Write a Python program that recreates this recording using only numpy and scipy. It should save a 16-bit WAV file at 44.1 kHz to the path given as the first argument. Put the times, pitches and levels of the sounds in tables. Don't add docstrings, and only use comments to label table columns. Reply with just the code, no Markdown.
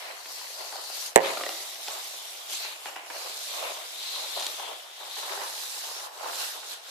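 import sys
import numpy as np
from scipy import signal
from scipy.fft import rfft, irfft
from scipy.io import wavfile
from scipy.ndimage import uniform_filter1d

SR = 44100
rng = np.random.default_rng(int(sys.argv[2]) if len(sys.argv) > 2 else 0)


def generate_wav(signal):
    frames = np.transpose(np.atleast_2d(signal))
    scaled = np.clip(frames, -1, 1) * 32767
    pcm = np.round(scaled).astype(np.int16)
    wavfile.write(sys.argv[1], SR, pcm)


N = 304290

# time_s, hiss_db
DRAG_LEVEL = [(0.0, -48), (0.23, -49), (0.32, -43), (0.62, -44), (0.8, -44.5), (1.066, -36.5), (1.15, -55),
              (1.24, -43), (1.31, -40.5), (1.57, -39.5), (1.79, -44), (1.9, -40), (2.47, -45.5),
              (2.53, -35.5), (2.6, -40.5), (2.79, -48.5), (2.87, -43.5), (3.02, -55), (3.15, -43.5),
              (3.6, -39), (3.85, -45.5), (4.1, -41.5), (4.5, -39.5), (4.9, -53), (5.18, -41.5), (5.4, -42),
              (5.58, -39), (5.85, -39.5), (6.06, -43), (6.1, -54.5), (6.15, -50), (6.41, -35), (6.63, -47),
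              (6.72, -40.5), (6.81, -55), (6.9, -47.5)]


def amp(db):
    return 10 ** (np.asarray(db) / 20)


def evened(x):
    return x / np.sqrt(np.mean(x ** 2) + 1e-20)


def read(points, hz):
    f, value = np.transpose(points)
    return np.interp(np.log(hz + 1), np.log(f + 1), value)


def glide(points, time_s):
    return np.interp(time_s, *np.transpose(points))


def add(mix, start_s, sound):
    part = mix[:, round(start_s * SR):][:, :sound.shape[1]]
    part += sound[:, :part.shape[1]]


def ring(hz, db, t60_s, turns=0., size=4000):
    t = np.arange(size) / SR
    return amp(db - 60 * t / t60_s) * np.sin(2 * np.pi * (hz * t + turns))


def burst(colour_db, t60_s, size=4000):
    spectrum = rfft(rng.standard_normal(size))
    hiss = irfft(spectrum * amp(colour_db(np.fft.rfftfreq(size, 1 / SR))))
    puff = hiss * amp(-60 * np.arange(size) / SR / t60_s)
    return puff / abs(puff).max()


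def noise(colour_db, likeness, patchy_db, flicker_db):
    # pitch_hz, left_minus_right_db
    port_tilt = [(1400, -0.5), (2400, 2.5), (4400, -3.5), (8000, -8), (15000, -3.5)]
    frames = N // 256 + 5
    hz = np.fft.rfftfreq(512, 1 / SR)[:, None]
    a, b, c, d, patches = rng.standard_normal((frames, 257, 5)).T
    patches = uniform_filter1d(patches, size=6, axis=0)
    patches = evened(uniform_filter1d(patches, size=7, axis=1))
    gain = amp(colour_db(hz, np.arange(frames) * 256 / SR) + np.zeros(a.shape))
    gain = gain / np.sqrt((gain ** 2).mean(0))
    gain = gain * amp(patchy_db * patches + flicker_db * rng.standard_normal(frames))

    same = np.clip(likeness(hz), -1, 1)
    left = a + 1j * b
    right = same * left + np.sqrt(1 - same ** 2) * (c + 1j * d)
    tilt = amp(read(port_tilt, hz) / 2)
    spectra = np.array([tilt * left, right / tilt]) * gain
    out = signal.istft(spectra, window="cosine", nperseg=512, noverlap=256)[1][:, :N]
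    return out / np.sqrt(np.mean(out.mean(0) ** 2))


def grit(per_s, spread_db, share, last_s):
    size = amp(spread_db * np.minimum(rng.exponential(1, (2, N)), 4))
    grains = size * (rng.random((2, N)) < per_s / SR)
    decay = np.exp(-1 / (last_s * SR))
    return evened(1 + share * signal.lfilter([1], [1, -decay], grains))


def kitchen(x):
    # pitch_hz, t60_s
    room_decay = [(200, 0.77), (600, 0.78), (2000, 0.63), (5000, 0.049), (12000, 0.02)]
    taps = np.zeros((2, SR))
    at = np.arange(200, SR - 20, 20) + rng.integers(0, 20, (2, (SR - 201) // 20))
    np.put_along_axis(taps, at, rng.choice([-1., 1.], at.shape), 1)
    hz, t, z = signal.stft(taps, SR, nperseg=256)
    fade = amp(-60 * t / read(room_decay, hz)[:, None])
    tail = signal.istft(z * fade, SR, nperseg=256)[1]
    tail = tail + 0.26 * tail[::-1]
    tail = tail / np.linalg.norm(tail[0])
    return signal.fftconvolve(x.mean(0)[None], tail, axes=1)[:, :N]


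def drone():
    # start_s, end_s, pitch_hz, width_hz (between the half-amplitude points), db before the swell
    drone_settings = (5.24, 5.5, 398, 22, -48)
    start_s, end_s, pitch_hz, width_hz, db = drone_settings
    size = round((end_s - start_s) * SR)
    offset_hz = np.arange(SR // 2 + 1) - pitch_hz
    band = rfft(rng.standard_normal(SR)) / (1 + (offset_hz / width_hz * 2) ** 2)
    out = np.zeros((2, N))
    add(out, start_s, amp(db) * evened(irfft(band))[None, :size] * np.hanning(size))
    return out


def swell_level(column, fall_db_per_s, under_db, follow):
    # start_s, rise_s (at least 2 ms is used), hold_s, body_db, edge_db
    swell_rows = [(0.0, 0.0038, 0.11, -47.5, -48.5), (0.571, 0.04, 0.031, -45.5, -54),
                  (0.713, 0.014, 0.064, -47.5, -72), (1.192, 0.025, 0.089, -36.5, -46.5),
                  (1.228, .02, 0.018, -51, -38.5), (1.875, 0.005, 0.086, -46, -56),
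                  (2.562, 0.082, 0.009, -53, -43.5), (2.858, .002, .01, -46, -45.5),
                  (2.96, .002, .01, -51, -47), (3.1, .002, .17, -46.5, -49), (3.47, 0.18, 0.022, -39, -43),
                  (4.166, 0.013, 0.052, -46.5, -62), (4.36, 0.006, 0.028, -38, -59),
                  (4.559, 0.039, 0.1, -44, -57), (5.003, .004, 0.011, -46.5, -74),
                  (5.168, 0.0036, 0.11, -43.5, -51.5), (5.26, 0.038, 0.033, -40, -46),
                  (5.384, 0.004, 0.04, -40.5, -48.5), (5.823, 0.019, 0.25, -48.5, -60),
                  (6.15, 0.094, 0.12, -42, -52), (6.363, 0.035, 0.043, -67, -44.5),
                  (6.522, 0.025, 0.023, -48.5, -63)]
    t = np.arange(0, N + 64, 64) / SR
    drag_mid_db = -45
    power = amp(under_db + follow * (glide(DRAG_LEVEL, t) - drag_mid_db)) ** 2
    for row in swell_rows:
        start_s, rise_s, hold_s = row[0], max(row[1], .002), abs(row[2])
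        rise = np.clip((t - start_s) / rise_s, 0, 1)
        falling_s = np.maximum(t - start_s - rise_s - hold_s, 0)
        power = power + (rise * amp(row[column] - fall_db_per_s * falling_s)) ** 2
    return np.interp(np.arange(N) / SR, t, np.sqrt(power))


def dull_swells():
    # pitch_hz, db_per_hz
    body_colour, edge_colour = [(180, -44), (250, -31), (320, -15.5), (420, -5.5), (620, 0.5), (820, 0),
                                (1050, 3), (1300, -2), (1800, -13), (2400, -41)], [(800, -24), (1400, -4), (2200, -4), (2900, -1), (4500, -19.5)]
    # time_s, pitch_hz
    body_peak, edge_peak = [(0.0, 766), (1.1, 730), (1.25, 546), (1.9, 765), (3.6, 664), (4.2, 824),
                            (4.7, 746), (5.35, 850), (6.3, 850), (6.9, 750)], [(0.0, 1930), (2.6, 2260), (2.9, 2880), (3.1, 2380),
                                               (6.2, 1610), (6.9, 1430)]
    # pitch_hz, left_right_correlation (limited to -1..1)
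    port_likeness = [(60, 0.39), (150, 0.055), (380, 0.77), (950, 0.11), (2370, -0.22), (5950, 0.071),
                     (14900, -1.2)]

    def boosted(colour, peak, boost_db, half_width_hz):
        def colour_db(hz, at_s):
            offset = (hz - glide(peak, at_s)) / half_width_hz
            return read(colour, hz) + boost_db / (1 + offset ** 2)
        return colour_db

    def likeness(hz):
        return read(port_likeness, hz)

    body = noise(boosted(body_colour, body_peak, 5, 130), likeness, patchy_db=1.4, flicker_db=1.6)
    edge = noise(boosted(edge_colour, edge_peak, 5, 350), likeness, patchy_db=1.5, flicker_db=0.5)
    body_level = swell_level(-2, fall_db_per_s=104, under_db=-52.5, follow=0.21)
    edge_level = swell_level(-1, fall_db_per_s=103, under_db=-53.5, follow=0.43)
    both = body_level * body + edge_level * edge
    return both * grit(per_s=60, spread_db=2.5, share=0.55, last_s=.003)


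def slide():
    # pitch_hz, db_per_hz
    hiss_colour = [(1500, -31), (3000, -1.5), (5000, 5), (7000, 3), (9000, 0), (12000, 0), (14700, -5)]
    # time_s, level_over_hiss_db, pitch_hz
    air_gap = [(0.0, -0.5, 4200), (0.35, -5.5, 4350), (0.85, -0.5, 4400), (1.15, -9, 4430),
               (1.27, 4.5, 3650), (1.33, -5, 4070), (2.53, -4, 3470), (2.63, 3.5, 4280), (2.88, -11, 3230),
               (3.14, -3.5, 4400), (3.6, -1.5, 3620), (3.9, -2, 3650), (4.13, 5, 4050), (4.27, 0.5, 3740),
               (4.46, 3, 4080), (4.5, -4, 3660), (4.68, 2.5, 3300), (5.18, 0, 3880), (5.55, -5.5, 3920),
               (6.3, -5.5, 4000), (6.9, -0.5, 3740)]
    # time_s, left_minus_right_db
    port_lean = [(1.3, 7), (1.47, 4.5), (3.92, 4), (4.12, 5.5), (6.49, 3), (6.9, 5)]
    gap_s, over_db, gap_hz = np.transpose(air_gap)
    t = np.arange(N) / SR

    def gap_colour(hz, at_s):
        offset = (hz - np.interp(at_s, gap_s, gap_hz)) / 400
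        return -12 * np.log10(1 + offset ** 2)

    hiss = noise(lambda hz, at_s: read(hiss_colour, hz), lambda hz: 0 * hz, patchy_db=2.0, flicker_db=0.8)
    gap = noise(gap_colour, lambda hz: 0.17 + 0 * hz, patchy_db=1.5, flicker_db=1.0)
    both = amp(glide(DRAG_LEVEL, t)) * (hiss + amp(np.interp(t, gap_s, over_db)) * gap)
    leaning = amp(glide(port_lean, t) * np.array([[.5], [-.5]]))
    return both * leaning * grit(per_s=110, spread_db=3.5, share=0.22, last_s=.0009)


def claws():
    # start_s, nail_peak_db, nail_pitch_hz, tap_db (rms of its first 10 ms), tap_pitch_hz,
    # left_minus_right_db
    claw_steps = [(0.2582, -26, 1950, -52, 939, -4), (0.4131, -32, 3000, -45, 945, 4),
                  (0.7251, -25, 4710, -40, 820, 2), (0.7568, -33, 4530, -41, 787, 2.0),
                  (0.8994, -29, 4520, -43.5, 750, 8), (1.2582, -22.5, 2610, -37, 536, -3),
                  (1.3354, -26, 3960, -37, 674, 1.5), (1.3722, -20, 1400, -35, 660, 1),
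                  (1.4098, -21, 1170, -34, 610, -1), (1.4366, -17, 2100, -39, 540, -1),
                  (1.4638, -18, 2000, -35, 620, -1.0), (1.4915, -18, 2900, -37, 700, -1.0),
                  (1.8785, -24, 2500, -48, 710, 2), (1.8833, -17, 3400, -40, 800, -3),
                  (2.499, -29, 3930, -61, 980, 6), (2.6493, -24.5, 4500, -43, 870, 5),
                  (2.8578, -22, 1900, -39, 800, 2), (2.8705, -28, 2900, -50, 800, 2),
                  (2.9601, -26.5, 1900, -48, 900, 1.5), (2.9628, -29, 2980, -38, 800, 1.5),
                  (3.1008, -27, 1800, -42, 930, 0), (3.107, -30, 1300, -44, 900, 0),
                  (3.2975, -23, 3500, -53, 770, 1), (4.1603, -21, 3900, -43, 1050, 2),
                  (4.3975, -18, 4050, -50, 774, 2), (4.407, -22, 3300, -50, 800, 2),
                  (4.4244, -20, 4300, -45, 800, 0), (4.4665, -14, 4000, -49, 660, 2.0),
                  (4.5968, -30, 3250, -39, 805, 3), (5.0085, -41, 3560, -46.5, 855, 5),
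                  (5.167, -34, 3850, -43, 950, -2), (5.3755, -28, 1100, -38, 800, 0),
                  (5.58, -27, 3300, -55, 1210, 0), (5.8697, -25, 3500, -46, 800, 0),
                  (6.2432, -28, 1500, -45, 920, 0), (6.282, -36, 1000, -41, 700, 0),
                  (6.43, -29, 1400, -50, 800, 0)]
    # multiple_of_nail_pitch, db_per_hz
    tick_colour = [(.25, -15), (.6, -8), (1, 3), (1.7, 2), (2.5, -8), (6, -21)]
    nail_t60_s, paw_t60_s = .006, .016
    nail_cycles = 18
    out = np.zeros((2, N))
    chance = rng.uniform(0, 1, (len(claw_steps), 2))
    soft = np.minimum(np.arange(4000) / 50, 1)

    def nail(nail_hz):
        tick = .5 * burst(lambda f: read(tick_colour, f / nail_hz), nail_t60_s)
        modes = sum(ring(k * nail_hz, -6 * k, nail_cycles / nail_hz / k) for k in (1, 1.32, 1.75))
        return tick + modes

    for (start_s, nail_db, nail_hz, tap_db, tap_hz, pan_db), (late, weak) in zip(claw_steps, chance):
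        pan = amp([[pan_db / 2], [-pan_db / 2]])
        paw = soft * (ring(tap_hz, 0, paw_t60_s) + ring(tap_hz * 1.9, -8, paw_t60_s))
        first, second = nail(nail_hz), nail(nail_hz)
        add(out, start_s, pan * amp(nail_db) * first / abs(first).max())
        add(out, start_s + .0007, pan * amp(tap_db) * paw / paw[:SR // 100].std())
        add(out, start_s + .0015 + .002 * late, pan * amp(nail_db - 5 - 8 * weak) * second)
    return out


def knock():
    # start_s, case_left_db, case_right_db, crack_db
    blow_times = [(1.1594, -5, 2, 10), (1.1652, -16, -9, -16), (1.1670, -18, -7, -9),
                  (1.1759, -20, -8, -12), (1.1843, -24, -11, -29), (1.1924, -26, -17, -40),
                  (1.2040, -26, -22, -38), (1.2080, -28, -23, -38)]
    # pitch_hz, left_db, right_db, t60_s
    wood_modes = [(162, -1, -4, 0.089), (541, -25.5, -24, 0.58), (828, -27, -14, 0.072)]
    # pitch_hz, left_db, right_db, right_phase_lead_turns
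    case_modes = [(423, 2, 2.5, 0.24), (720, -26, 6, 0.65), (910, 7, 5.5, 0.2), (1530, -41, -4.5, 0.94),
                  (1880, 9.5, 10, 0.24), (2640, 5, -13, 0.25)]
    # pitch_hz, left_db, right_db
    crack_colour = np.array([(1500, -25, -42), (3800, 6, 9), (5130, -12, -2), (6260, -5, 3), (7600, 9, 7),
                             (9200, 5, 5), (13300, -3.5, -12)])
    case_cycles, crack_t60_s = 9, .0055

    case = np.zeros((2, 20000))
    for hz, left_db, right_db, turns in case_modes:
        case[0] += ring(hz, left_db, case_cycles / hz, size=20000)
        case[1] += ring(hz, right_db, case_cycles / hz, turns, size=20000)
    case[:, :30] *= np.linspace(0, 1, 30)
    wood = sum(ring(hz, np.array([[left_db], [right_db]]), t60_s, size=20000)
               for hz, left_db, right_db, t60_s in wood_modes)
    crack_rise = np.minimum(np.arange(4000) / 35, 1)

    out = np.zeros((2, N))
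    add(out, blow_times[0][0], wood)
    for start_s, left_db, right_db, crack_db in blow_times:
        crack = [burst(lambda f: read(crack_colour[:, [0, port]], f), crack_t60_s) for port in (1, 2)]
        add(out, start_s, amp([[left_db], [right_db]]) * case)
        add(out, start_s, amp(crack_db) * crack_rise * np.array(crack))
    return out


def scene():
    steps, blow = claws(), knock()
    to_room = amp(-10) * steps + amp(-21.5) * blow
    return slide() + dull_swells() + drone() + steps + blow + kitchen(to_room)


def record(dry):
    thin = signal.sosfilt(signal.butter(6, 280, "high", fs=SR, output="sos"), dry)
    clipped = np.clip(thin, -1, 1)
    lowpass = signal.firwin(511, 14800, window=("kaiser", 9), fs=SR)
    limited = signal.oaconvolve(clipped, lowpass[None], "same")
    return np.clip(limited, -1, 1)


dry = scene()
out = record(dry)
generate_wav(out)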